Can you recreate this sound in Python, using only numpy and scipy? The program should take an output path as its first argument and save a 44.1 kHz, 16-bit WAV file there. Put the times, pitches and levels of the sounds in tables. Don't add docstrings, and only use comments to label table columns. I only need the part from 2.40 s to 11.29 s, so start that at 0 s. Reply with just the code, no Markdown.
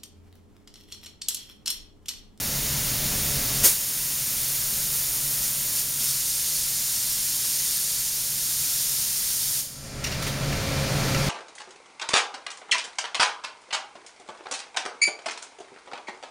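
import sys
import numpy as np
from scipy import signal
from scipy.fft import rfft, irfft, next_fast_len
from scipy.io import wavfile
from scipy.ndimage import uniform_filter1d, minimum_filter1d

SR = 44100
rng = np.random.default_rng(int(sys.argv[2]) if len(sys.argv) > 2 else 0)


def transcribe(signal):
    frames = np.atleast_2d(signal).T
    limited = np.clip(frames, -1, 1)
    pcm = np.round(limited * 32767).astype(np.int16)
    wavfile.write(sys.argv[1], SR, pcm)


N = 392049
TIME = np.arange(N) / SR

# frequency in Hz, relative spectral density in dB.
ROAR_COLOUR = [(20, -14), (50, -13), (80, -0.5), (100, -8), (125, 0), (190, -5), (260, -8.5), (360, -14),
               (480, -15), (600, -11), (700, -15.5), (1000, -18), (2200, -18), (3000, -22), (7860, -24.5),
               (15800, -37)]
DRAUGHT_COLOUR = [(8, -20), (22, 3), (42, 6.5), (60, -13), (200, -38), (2000, -80)]
COOLING_COLOUR = [(500, -27), (2000, -8), (3500, -5.5), (5000, -1.5), (7000, 0), (8500, -3.5), (10000, 0),
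                  (12500, -4.5), (14000, 0.5), (15800, -3.5)]
EXHAUST_COLOUR = [(400, -36), (1500, -17.5), (3000, -11), (4200, -5), (5300, -0.5), (7200, -0.5),
                  (8600, -1), (11000, -2), (14000, -6.5), (15800, -10.5)]
BLOW_COLOUR = [(200, -24.5), (800, -15), (2000, -12), (3500, -8), (5000, -2.5), (7000, 0.5), (10000, 1.5),
               (12500, -0.5), (14200, 2.5), (15800, -6.5)]
SPIT_COLOUR = [(60, -2), (200, 2), (400, 0), (1000, -8), (3000, -12), (8000, -11), (15000, -19)]
THUD_COLOUR = [(40, 8), (100, 7), (350, -9), (700, -9.5), (3000, -35), (10000, -45)]
OIL_COLOUR = [(300, -18), (2000, -12), (3200, -2), (4500, 4), (6500, -0.5), (9000, -17.5), (12000, -8.5),
              (15800, -16)]
PUFF_COLOUR = [(1000, 0), (4500, 0), (9000, -4), (13000, -11), (15800, -6)]
# time in seconds, level in dB.
DRAUGHT_LEVEL = [(0.8, -33), (2, -31), (7.7, -31.5), (8.3, -39)]
# frequency in Hz, rms level in dB.
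HUM_TONES = [(70.5, -38), (120, -37.5), (140, -29.8), (143.4, -39), (210, -40.5), (280, -42), (420, -44.5),
             (586, -47.5), (704, -52), (1343, -53.5)]
# frequency in Hz, rms level under load in dB.
PUMP_TONE = [(537.5, -38.3)]
PUMP_WHINE = [(1343, -44.5), (1365, -51), (2099, -53), (2367, -47), (2379, -47), (4328, -47), (4904, -51)]
# start in seconds, duration in seconds, level in dB,
# change of level in dB per second, jet fed.
VALVES = [(-0.1, 1.35, -16.8, 0.24, "cooling"), (1.125, 0.11, -23, 0, "exhaust"),
          (1.231, 5.97, -8, 0.4, "blow"), (1.25, 5.95, -10, -2.5, "cooling"),
          (3.014, 0.032, -6.3, -0.5, "exhaust"), (3.342, 0.058, -6, 0, "exhaust"),
          (3.58, 3.62, -4.6, 0.25, "exhaust")]
# time in seconds, gain in dB.
EXHAUST_PRESSURE = [(3.6, -1), (3.9, 0.7), (4.8, -0.5), (5.3, 1.5), (5.95, -2.8), (6.3, -0.2)]
# start in seconds, level in dB.
SPITS = [(1.238, -10.5), (1.25, -8.5), (1.259, -9), (1.265, -11.5)]
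PUFFS = [(7.823, -20), (7.866, -20.5)]
# start in seconds, level in dB, decay time constant in seconds.
THUDS = [(2.326, -17.5, 0.032), (2.39, -27, 0.2), (8.075, -23, 0.09)]
# start in seconds, level in dB, most excited frequency in Hz.
CLACKS = [(7.64, -1, 5600), (7.645, -6, 3500), (7.663, -4, 2200), (7.67, -12, 6000), (7.715, -5.5, 2800),
          (7.723, -6.5, 3400), (7.743, -12, 5000), (8.125, -9, 2600), (8.745, -3.5, 1340)]
# frequency in Hz, bandwidth in Hz, gain in dB.
FRAME_MODES = [(1340, 60, 1), (2020, 350, -2.5), (2420, 200, -3), (2754, 90, 1.5), (2950, 90, -4),
               (4030, 890, -8), (5040, 150, -2.5), (5610, 150, 0), (6000, 180, -3), (6800, 500, -7.5),
               (8930, 400, -7.5), (12600, 4500, -16)]
# frequency in Hz, time to decay by 60 dB in seconds.
HALL_T60 = [(500, 0.66), (2000, 0.64), (5000, 1.1), (9000, 0.78), (15000, 0.48)]

BLOW_S, LOAD_S = 1.23, 7.1
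TRAVEL_S, TRAVEL_RISE_S = 7.63, 0.06


def from_db(db):
    return np.exp(np.asarray(db) * (np.log(10) / 20))


def rms_one(x):
    return x / np.sqrt(np.mean(x ** 2) + 1e-20)


def level(rows):
    return from_db(np.interp(TIME, *np.transpose(rows)))


def at_hz(points, hz):
    centres, values = np.transpose(points)
    return np.interp(np.log(hz + 1), np.log(centres), values)


def ramp(start, rise):
    return np.clip((TIME - start) / rise, 0, 1)


def burst(start, db, decay):
    out = np.zeros(N)
    first, last = np.searchsorted(TIME, [start, start + 10 * decay])
    out[first:last] = from_db(db) * np.exp((start - TIME[first:last]) / decay)
    return out


def noise(colour):
    size = next_fast_len(N, real=True)
    hz = np.fft.rfftfreq(size, 1 / SR)
    spectrum = rfft(rng.standard_normal(size)) * from_db(at_hz(colour, hz))
    return rms_one(irfft(spectrum, size)[:N])


def drift(rate_hz):
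    r = np.exp(-200 * np.pi * rate_hz / SR)
    white = rng.standard_normal(N // 100 + 1002)
    slow = rms_one(signal.lfilter([1], [1, -2 * r, r * r], white)[1000:])
    return np.interp(np.arange(N) / 100, np.arange(len(slow)), slow)


def tones(lines, waver_db, wander_hz, rate_hz):
    out = 0
    for hz, db in lines:
        cycles = np.cumsum(hz + wander_hz * drift(rate_hz)) / SR + rng.random()
        amplitude = np.sqrt(2) * from_db(db + waver_db * drift(rate_hz))
        out = out + amplitude * np.sin(2 * np.pi * cycles)
    return out


def hall_roar(rest_db, strain_db, ease_s):
    strain = ramp(TRAVEL_S, TRAVEL_RISE_S) * np.exp(-np.maximum(TIME - TRAVEL_S, 0) / ease_s)
    roar = noise(ROAR_COLOUR) * from_db(rest_db + strain_db * strain + 0.42 * drift(8.7))
    return roar + level(DRAUGHT_LEVEL) * noise(DRAUGHT_COLOUR)


def motors():
    return tones(HUM_TONES, waver_db=1.74, wander_hz=1.2, rate_hz=4.93)


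def pump(idle_db):
    load = ramp(LOAD_S, rise=0.35)
    main = tones(PUMP_TONE, waver_db=2.5, wander_hz=0.74, rate_hz=3.51)
    whine = tones(PUMP_WHINE, waver_db=1.7, wander_hz=4.0, rate_hz=10.906)
    return from_db(idle_db * (1 - load)) * (main + whine)


def jet(name, colour, flutter_db, rise_s=0.027, decay_s=0.031):
    flow = 0
    for opens, length, db, db_per_s, fed in VALVES:
        if fed == name:
            held = from_db(db + db_per_s * np.clip(TIME - opens, 0, length))
            shut = np.exp(-np.clip((TIME - opens - length) / decay_s, 0, 20))
            flow = flow + ramp(opens, rise_s) * held * shut
    return flow * noise(colour) * from_db(flutter_db * drift(16))


def air_jets(surge_db, settle_s):
    surge = from_db(surge_db * np.exp(-np.maximum(TIME - BLOW_S, 0) / settle_s))
    cooling = jet("cooling", COOLING_COLOUR, flutter_db=0.23)
    blow = jet("blow", BLOW_COLOUR, flutter_db=0.33) * surge
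    exhaust = jet("exhaust", EXHAUST_COLOUR, flutter_db=0.45) * level(EXHAUST_PRESSURE)
    return cooling + blow + exhaust


def valve_bursts(events, colour, decay_s):
    return noise(colour) * sum(burst(start, db, decay_s) for start, db in events)


def carriage_thuds():
    return noise(THUD_COLOUR) * sum(burst(*thud) for thud in THUDS)


def oil_rush(db):
    return ramp(TRAVEL_S, TRAVEL_RISE_S) * noise(OIL_COLOUR) * from_db(db + 0.49 * drift(22))


def clamp_clacks(contact_s, db_per_octave):
    grit = rng.standard_normal(N)
    forces = np.array([grit * burst(start, db, contact_s) for start, db, _ in CLACKS])
    favoured_hz = np.array(CLACKS)[:, 2]
    out = 0
    for k, (hz, width, db) in enumerate(FRAME_MODES):
        octaves_away = np.abs(np.log2(hz / favoured_hz))
        force = from_db(db - db_per_octave * octaves_away) @ forces + 1e-18
        r = np.exp(-np.pi * width / SR)
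        ring = signal.lfilter([1, 0, -1], [1, -2 * r * np.cos(2 * np.pi * hz / SR), r * r], force)
        out = out + (-1) ** k * (1 - r * r) / 2 * ring
    return out


def guard_reflections(x, echo_db, t60_s):
    echoes = rng.standard_normal(SR // 2) * from_db(-60 * TIME[:SR // 2] / t60_s)
    response = from_db(echo_db) * echoes / np.linalg.norm(echoes)
    response[0] = 1
    return signal.fftconvolve(x, response / np.linalg.norm(response))[:N]


def hall_reverb(x, wet_db):
    out, edges_hz = 0, [250, 700, 1500, 2800, 4200, 6000, 8000, 10300, 13000, 16000]
    for low, high in zip(edges_hz, edges_hz[1:]):
        band = signal.butter(2, [low, high], "band", fs=SR, output="sos")
        steep = np.vstack([band, band])
        retained = from_db(-120 / SR / at_hz(HALL_T60, np.sqrt(low * high)))
        energy = signal.lfilter([1 - retained], [1, -retained], signal.sosfilt(steep, x) ** 2)
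        wash = rms_one(signal.sosfilt(steep, rng.standard_normal(N)))
        out = out + np.sqrt(energy) * wash
    return from_db(wet_db) * out


def scene():
    air = air_jets(surge_db=14.5, settle_s=0.056)
    spits = valve_bursts(SPITS, SPIT_COLOUR, decay_s=0.0055)
    puffs = valve_bursts(PUFFS, PUFF_COLOUR, decay_s=0.027)
    impacts = clamp_clacks(contact_s=0.0098, db_per_octave=4.5) + carriage_thuds()
    near = guard_reflections(air + spits + puffs + impacts, echo_db=-8.0, t60_s=0.13)
    roar = hall_roar(rest_db=-25.4, strain_db=3.5, ease_s=0.55)
    machinery = roar + motors() + pump(idle_db=-16) + oil_rush(db=-34)
    mono = machinery + near + hall_reverb(near, wet_db=-5.0)
    return np.array([mono, mono])


def gain_control(x, target_db, start_db, attack_s, hold_s, release_s, sense_hz):
    step = 64
    sensed = signal.sosfilt(signal.butter(1, sense_hz, "high", fs=SR, output="sos"), x[0])
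    power = uniform_filter1d(sensed ** 2, size=512)[::step]
    wanted = np.minimum(1, from_db(target_db) / np.sqrt(power + 1e-12))
    hold = int(hold_s * SR / step) + 1
    gain, gains = from_db(start_db), []
    for aim in minimum_filter1d(wanted, size=hold, origin=(hold - 1) // 2).tolist():
        gain += (aim - gain) * step / SR / (attack_s if aim < gain else release_s)
        gains.append(gain)
    return x * np.interp(np.arange(N) / step, np.arange(len(gains)), gains)


def record(dry):
    out = gain_control(dry, target_db=-24.0, start_db=-11.0,
                       attack_s=0.055, hold_s=0.077, release_s=0.6, sense_hz=400.6)
    out = signal.lfilter(*signal.iirnotch(7800, Q=17, fs=SR), out)
    return signal.sosfilt(signal.ellip(12, .1, 80, 15800, fs=SR, output="sos"), out)


dry = scene()
out = record(dry)
transcribe(out)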